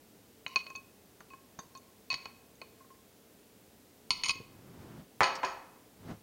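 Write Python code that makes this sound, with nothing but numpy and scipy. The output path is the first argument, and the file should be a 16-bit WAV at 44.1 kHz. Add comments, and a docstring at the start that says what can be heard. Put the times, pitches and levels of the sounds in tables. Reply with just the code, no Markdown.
"""A low room rumble and faint hiss, then a steel fork taps and skids on a hand-held glass bowl of soft salad.
The fork is dropped into the bowl, which is carried aside and set on the counter: it knocks, rocks back, and
the fork rattles. Arms and apron swish as the cook turns and reaches for the plate. Taps and pings are damped
modes plus noise bursts, skids are random slips exciting fork and bowl, landings are decaying noise and cabinet
modes, and cloth and room are coloured noise."""
import sys
import numpy as np
from scipy import signal
from scipy.fft import rfft, irfft, next_fast_len
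from scipy.io import wavfile

SR = 44100
rng = np.random.default_rng(int(sys.argv[2]) if len(sys.argv) > 2 else 0)


def unload_wav(signal):
    """Save mono or channel-first audio to the path in sys.argv[1] as 16-bit WAV at rate SR, clipped to [-1, 1]."""
    wavfile.write(
        sys.argv[1],
        SR,
        np.round(np.clip(np.atleast_2d(signal).T, -1, 1) * 32767).astype(np.int16),
    )


N = 274522
T = np.arange(SR * 3 // 4) / SR  # time axis of a single hit [s]


def amp(db):
    """Decibels to linear gain."""
    return 10 ** (np.asarray(db) / 20)


def along(points, hz):
    """Interpolate (frequency, value) points on a log frequency axis."""
    f, v = np.transpose(points)
    return np.interp(np.log(hz + 1), np.log(f + 1), v)


def fade(t60):
    """Free exponential decay by 60 dB in t60 seconds."""
    return np.exp(-np.log(1000) * T / t60)


def struck(x):
    """Scale a hit to rms 1 over its first hundredth of a second."""
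    return x / np.sqrt(np.mean(x[:SR // 100] ** 2))


def add(track, s, x):
    """Mix x into the track at time s."""
    part = track[round(s * SR):][:len(x)]
    part += x[:len(part)]


def noise(spectrum):
    """Steady noise of rms 1, coloured by (frequency, level) points."""
    m = next_fast_len(N + SR // 4)
    gain = amp(along(spectrum, np.fft.rfftfreq(m, 1 / SR)))
    x = irfft(rfft(rng.standard_normal(m)) * gain, m)[:N]
    return x / x.std()


def coloured(x, spectrum, size=2048):
    """Colour a hit with a causal minimum-phase filter, so nothing sounds ahead of the blow."""
    log_gain = np.log(amp(along(spectrum, np.fft.rfftfreq(size, 1 / SR))))
    cepstrum = irfft(log_gain)
    # folding the cepstrum onto positive times makes the filter causal
    folded = 2 * cepstrum[:size // 2] * (np.arange(size // 2) > 0)
    colour = irfft(np.exp(rfft(folded, size)))
    return struck(signal.fftconvolve(x, colour)[:len(T)])


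def burst(spectrum, t60):
    """Decaying coloured noise, standing for a crowd of dense, quickly dying resonances."""
    return coloured(rng.standard_normal(len(T)) * fade(t60), spectrum)


def ring(modes, detune=0.0049, attack=0.00016):
    """Damped modes; each blow finds them at new strengths and, when detuned, slightly new pitches."""
    hz, db, t60 = np.transpose(modes)
    size, shift, side = rng.standard_normal((len(hz), 3)).T
    pitch = hz * (1 + detune * shift)
    waves = np.sin(2 * np.pi * pitch[:, None] * T) * fade(t60[:, None])
    strength = np.sign(side) * amp(db + 2 * size)
    return struck(strength @ waves * (1 - np.exp(-T / attack)))


# reverberation of the kitchen: (frequency [Hz], t60 [s])
KITCHEN_DECAY = [(150, 0.99), (400, 0.82), (1000, 0.74), (2700, 0.55), (5000, 0.44), (10000, 0.32)]
# strength of the room's answer as the bowl moves: (time [s], level [dB])
ROOM_ANSWER = [(0, -19), (2.2, -12), (4.1, -9.5), (4.35, -20.5), (5.2, -3)]


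def room_tail(s, gap=0.0008, build=0.00077):
    """The kitchen's answer to a hit at time s: noise dying at its own rate in each band."""
    _, t, bands = signal.stft(rng.standard_normal(len(T)), SR, nperseg=256)
    hz = np.fft.rfftfreq(256, 1 / SR)
    decay = np.exp(-np.log(1000) * t / along(KITCHEN_DECAY, hz)[:, None])
    tail = signal.istft(bands * decay, SR, nperseg=256)[1][:len(T)]
    tail *= 1 - np.exp(-np.maximum(T - gap, 0) / build)
    level_db = np.interp(s, *np.transpose(ROOM_ANSWER))
    return amp(level_db) * tail / np.linalg.norm(tail)


def in_kitchen(x, s):
    """Direct sound plus the room's answer."""
    return x + signal.fftconvolve(x, room_tail(s))[:len(T)]


# colour of the room rumble and hiss: (frequency [Hz], relative level [dB])
ROOM_COLOUR = [(12, -62), (20, -39), (32, -22), (59, -8), (113, -4.5), (149, -8), (192, -2), (300, -2.5),
               (345, -7), (443, -2.5), (482, -7.5), (754, -12.5), (1150, -18.5), (10100, -23),
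               (15800, -21.5)]


def room_noise(level_db=-60):
    """Low rumble and faint hiss as steady noise through the room's spectrum."""
    return amp(level_db) * noise(ROOM_COLOUR)


# arm and apron sweep past: (time of full speed [s], hold [s], rise [dB/s], level at full speed [dB])
CLOTH_SWEEPS = [(4.828, 0.18, 32, -51.5), (6.103, 0.013, 175, -42)]
# colour of flapping cloth: (frequency [Hz], relative level [dB])
CLOTH_FLAP = [(21, -49), (35, -24), (92, 0.5), (162, 1.5), (347, -4.5), (384, -8), (700, -45), (910, -45),
              (1540, -120)]
# colour of rubbing cloth: (frequency [Hz], relative level [dB])
CLOTH_RUB = [(250, 1), (550, 1.5), (1100, -2), (2500, -12.5), (6000, -21.5), (12000, -35)]
# soft bumps of hand and body: (time [s], level [dB])
BODY_BUMPS = [(4.354, -51.5), (4.4003, -45.5), (4.455, -62.5), (6.109, -47), (6.118, -50)]
# colour of a soft bump: (frequency [Hz], relative level [dB])
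BUMP_COLOUR = [(30, -3), (80, 11), (220, 9), (450, 4), (900, -13), (3000, -60)]
# beads click on the wrist: (time [s], level [dB])
BRACELET_CLICKS = [(5.354, -44)]
# colour of a bead click: (frequency [Hz], relative level [dB])
BEAD_COLOUR = [(1000, -24), (4000, -5), (5200, 7), (6300, -4), (8000, -11.5), (10000, -26), (16000, -32)]


def movement(flap_db=0, rub_db=-6, settle_db_per_s=342):
    """Cloth noise swells, holds and settles with each sweep; bumps and bead clicks are short bursts."""
    out, t = np.zeros(N), np.arange(N) / SR
    for s, hold, rise, db in CLOTH_SWEEPS:
        swell_db = rise * np.maximum(s - t, 0)
        settle_db = settle_db_per_s * np.maximum(t - s - hold, 0)
        cloth = amp(flap_db) * noise(CLOTH_FLAP) + amp(rub_db) * noise(CLOTH_RUB)
        out += amp(db - swell_db - settle_db) * cloth
    for s, db in BODY_BUMPS:
        add(out, s, amp(db) * burst(BUMP_COLOUR, t60=0.1))
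    for s, db in BRACELET_CLICKS:
        add(out, s, amp(db) * burst(BEAD_COLOUR, t60=0.058))
    return out


# first instant of a hard contact, on counter or glass: (frequency [Hz], relative level [dB])
CLICK_COLOUR = [(1000, -12), (5000, 0), (10000, -1), (16000, -8)]


def click():
    """The first instant of a hard contact: a very short bright burst."""
    return amp(-25) * burst(CLICK_COLOUR, t60=0.011)


# the bowl lands on the counter: (time [s], knock level [dB], thump level [dB], first blow level [dB])
BOWL_LANDINGS = [(5.2066, -22.5, -37.5, -22.5), (5.4312, -31, -62, -48)]
# modes of counter and cabinet: (frequency [Hz], relative level [dB], t60 [s])
CABINET_MODES = [(385, 1.5, 0.46), (532, 0.5, 0.7), (668, -1.5, 0.73), (830, -3, 0.62), (820, -12.5, 0.38),
                 (972, -13, 0.45), (980, 3, 0.28), (1018, 13, 0.3), (1106, -1, 0.61), (1160, -8, 0.74),
                 (1280, 1, 0.62), (1310, 6, 0.52), (1656, -9, 0.31), (1703, 2.5, 0.34), (1722, -1, 0.59),
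                 (2240, -9, 0.56), (2400, -15, 0.31), (2440, 4, 0.38), (3160, -2, 0.29)]
# colour of glass base on worktop: (frequency [Hz], relative level [dB])
KNOCK_COLOUR = [(60, -48), (250, -10.5), (500, -4.5), (950, 7), (1400, 0), (1900, 0.5), (3000, -15),
                (6500, -23.5), (8000, -31), (16000, -65)]
# colour of the cabinet's thump: (frequency [Hz], relative level [dB])
THUMP_COLOUR = [(20, -17), (45, -8), (90, -3), (200, -7.5), (500, -41), (2000, -70)]


def counter(knock_t60=0.21, room_db=-2, cabinet_db=-6):
    """The heavy base hits with one sharp blow and a dense clatter; the cabinet thumps and rings on."""
    out = np.zeros(N)
    for s, knock_db, thump_db, blow_db in BOWL_LANDINGS:
        blow = burst(KNOCK_COLOUR, t60=0.0051) + click()
        clatter = rng.standard_normal(len(T)) * fade(knock_t60)
        clatter /= np.linalg.norm(clatter)
        knock = coloured(clatter + amp(room_db) * room_tail(s), KNOCK_COLOUR)
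        cabinet = amp(cabinet_db) * ring(CABINET_MODES, detune=0, attack=0.002)
        add(out, s, amp(knock_db) * (knock + cabinet))
        add(out, s, amp(thump_db) * burst(THUMP_COLOUR, t60=0.051))
        add(out, s, amp(blow_db) * blow)
    return out


# bending modes of the bowl: (frequency [Hz], relative level [dB], split of the twin mode [Hz],
# share of the contact's ring time [ratio], build-up before softness [s], free t60 of the twin [s])
BOWL_MODES = [(1076, -6.5, 18, 0.89, 0.0014, 0.11), (2538, -3, 30, 0.78, 0.00073, 0.11),
              (4393, -2, 55.6, 0.46, 0.000099, .3), (6550, -16, 80, 0.22, 0.0015, 0.033),
              (9020, -30, 20, 0.42, 0.00031, .13)]
# the fork works round the bowl as grip and food shift:
# (time [s], pitch of the ring [cents], boost of odd and cut of even modes [dB])
CONTACT_PLACE = [(.56, -19, -2.5), (.75, 1.5, -2), (1.3, 2, 0.5), (1.75, -15, 9.5), (2.09, -1, -5.5),
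                 (2.128, 0, 11.5), (2.145, 4.5, -1.5), (2.25, -9, -0.5), (4.1, 4.5, 2), (4.3, 4, -2.5),
                 (5.45, 9.5, -2.5)]
PIVOT_HZ = 2370  # brightness tilts the modes about this pitch
SOFT_DOUBLING = 5  # a contact this much duller [dB/kHz] takes twice as long to build up


def glass(s, t60, brightness, shove_db=0, twin=0.096, drag=0.00066):
    """A pressed fork shortens and flattens the ring; each mode's twin has a node there and rings on."""
    out = np.zeros(len(T))
    times, *columns = np.transpose(CONTACT_PLACE)
    cents, odd_db = [np.interp(s, times, column) for column in columns]
    for k, (hz, db, split_hz, share, build, free_t60) in enumerate(BOWL_MODES):
        pitch = hz * 2 ** (cents / 1200) * (1.006 - drag / t60)
        tilt_db = brightness * (hz - PIVOT_HZ) / 1000
        a, b = rng.uniform(0, 2 * np.pi, 2)
        pair = np.sin(2 * np.pi * pitch * T + a) * fade(t60 * share)
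        pair += twin * np.sin(2 * np.pi * (pitch + split_hz) * T + b) * fade(free_t60)
        # the lowest mode moves the whole wall, wherever it is hit
        place_db = shove_db if k == 0 else odd_db * (-1) ** k
        rise = build * 2 ** (-brightness / SOFT_DOUBLING)
        out += amp(db + tilt_db + place_db) * struck(pair * (1 - np.exp(-T / rise)))
    return out


# fork stem, damped by fingers and food: (frequency [Hz], relative level [dB], t60 [s])
STEM_MODES = [(1030, 0, 0.04), (1348, -13, 0.053), (2100, 6, 0.016), (2274, 11, 0.011), (2600, -16, 0.066),
              (2954, 9, 0.018), (3934, 0.5, 0.031)]
# fork tines, damped by food: (frequency [Hz], relative level [dB], t60 [s])
TINE_MODES = [(4390, 9.5, 0.0088), (4910, -6, 0.066), (5590, 10.5, 0.0054), (5840, -9.5, 0.015),
              (6490, -10, 0.034), (6990, -12, 0.046)]
# colour of steel cracking on glass: (frequency [Hz], relative level [dB])
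CRACK_COLOUR = [(200, 7.5), (1000, -29.5), (2500, 7.5), (4700, 12), (6800, -47), (8000, -9), (11000, -17),
                (16000, -32)]
# the fork chatters along the glass: (start [s], end [s], level [dB], brightness [dB/kHz])
FORK_SKIDS = [(0.475, 0.545, -54, -11.5), (0.57, 0.612, -52, -3), (2.107, 2.125, -40.5, -3),
              (4.237, 4.311, -35, 4.5)]
# a tine tip slips off and pings, longer when no food clings: (time [s], level [dB], ring time factor [ratio])
TINE_FLICKS = [(0.48, -57, .6), (.703, -58, 0.61), (0.76, -49, 0.57), (1.205, -63.5, 1.8),
               (1.591, -47, 2.5), (1.775, -56.5, 1.2), (2.554, -67.5, 0.87)]
# modes of a tine tip: (frequency [Hz], relative level [dB], t60 before the flick's factor [s])
TIP_MODES = [(3650, -0.5, 0.031), (4680, -9, 0.066), (6440, 2, 0.033), (6150, 4, 0.033),
             (6620, 11.5, 0.013), (7400, -12, 0.02)]


def scrape(slips_per_s=700, tines_db=-5, grit_db=-8, glass_db=-8, ring_t60=0.054):
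    """Uneven stick-slip keeps fork and glass buzzing; single tines ping as they let go."""
    out = np.zeros(N)
    for start, end, db, brightness in FORK_SKIDS:
        during = T < end - start
        slip_now = rng.random(len(T)) < slips_per_s / SR
        slips = during * slip_now * np.tanh(rng.standard_normal(len(T)))
        steel = ring(STEM_MODES) + amp(tines_db) * ring(TINE_MODES)
        grit = amp(grit_db) * burst(CRACK_COLOUR, t60=0.0012)
        bowl = amp(glass_db) * glass(start, ring_t60, brightness)
        buzz = signal.fftconvolve(slips, steel + grit + bowl)[:len(T)]
        add(out, start, in_kitchen(amp(db) * buzz / buzz[during].std(), start))
    for s, db, longer in TINE_FLICKS:
        ping = ring(np.multiply(TIP_MODES, [1, 1, longer]))
        add(out, s, in_kitchen(amp(db) * ping, s))
    return out


# the fork meets the glass: (time [s], ring t60 before each mode's share [s], glass level [dB],
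# brightness [dB/kHz], fork level [dB], lean from stem to tines [dB])
FORK_TAPS = [(0.4641, 0.074, -44, -0.7, -49.5, -14), (.559, 0.085, -24.5, -0.94, -39, -0.5),
             (.666, 0.12, -46, -1.5, -56.5, -6), (.701, 0.1, -48, -5.5, -66, 1),
             (.752, 0.21, -41.5, -2.5, -60, 1), (1.2054, 0.016, -72, 2, -71, -4),
             (1.303, 0.33, -53.5, -9, -71, -5), (1.335, 0.064, -57.5, -10.5, -67, -4),
             (1.589, .018, -58.5, -9, -71.5, 14), (1.751, .16, -48, -7.3, -70, 11),
             (2.1022, 0.2, -30.5, -.5, -51.5, -6), (2.129, .03, -56, 1, -47, 2.5),
             (2.1417, 0.18, -36, 0.1, -40.5, -1), (2.256, .055, -44, -1.2, -52, -3),
             (2.616, 0.062, -46.5, -1.5, -58, -7.5), (2.805, 0.066, -74.5, -17.5, -90, 13),
             (2.844, 0.062, -79, -18, -92, 2), (2.903, 0.071, -72.5, -16.5, -83, -2),
             (4.106, .15, -38, 3.5, -29, -1), (4.236, 0.09, -36.5, 2, -38, -1),
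             (4.286, 0.16, -56, -16, -40.5, 3.5), (4.294, .07, -28, .5, -36.5, 2),
             (4.306, 0.12, -39.5, 1.5, -47.5, 10.5), (4.355, 0.23, -50, 1.5, -62, 7),
             (5.2325, 0.077, -40.5, 3.1, -36, -0.5), (5.241, 0.095, -41, 2, -36, -3),
             (5.4462, 0.074, -48.5, 1.5, -50, -6), (5.4494, 0.093, -45.5, 2.5, -49, 5)]
# colour of the thud behind a tap: (frequency [Hz], relative level [dB])
THUD_COLOUR = [(30, -19.5), (110, -7), (400, -8), (800, -8), (1600, -9.5), (4000, -41)]
LIGHT_TOUCH_S = 0.056  # ring time of an ordinary tap; each halving is one step of pressure
SHOVE_DB, THUD_PRESS_DB = 4, 6  # gain a step: the lowest mode, the thud
THUD_DB, THUD_GROWS = -24.5, 0.52  # the thud follows the glass level only weakly
LET_GO_S, LOOSE_DB = 3.6, -6.5  # once the fork is let go, no hand pushes behind it


def fork(stem_db=-1, tines_db=-1, crack_db=-5):
    """Each tap rings the bowl and clacks the fork; harder pressure shoves the bowl and thuds more."""
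    out = np.zeros(N)
    for s, t60, glass_db, brightness, fork_db, lean_db in FORK_TAPS:
        pressure = np.log2(LIGHT_TOUCH_S / t60)
        thud_db = THUD_DB + THUD_GROWS * glass_db + THUD_PRESS_DB * pressure
        thud_db += LOOSE_DB * (s > LET_GO_S)
        crack = amp(crack_db) * burst(CRACK_COLOUR, t60=0.075)
        tines = amp(tines_db) * ring(TINE_MODES) + crack + click()
        hit = amp(glass_db) * glass(s, t60, brightness, SHOVE_DB * pressure)
        hit += amp(fork_db - lean_db + stem_db) * ring(STEM_MODES)
        hit += amp(fork_db + lean_db) * tines
        hit += amp(thud_db) * burst(THUD_COLOUR, t60=0.049)
        add(out, s, in_kitchen(hit, s))
    return out


def scene():
    """Room noise, cook, counter and fork mixed to one channel."""
    return (room_noise() + movement() + counter() + scrape() + fork())[None]


def record(dry, top_hz=15900):
    """Keep nothing above the band limit."""
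    m = next_fast_len(N + SR // 2)
    kept = np.fft.rfftfreq(m, 1 / SR) < top_hz
    return irfft(rfft(dry, m) * kept, m)[:, :N]


dry = scene()
out = record(dry)
unload_wav(out)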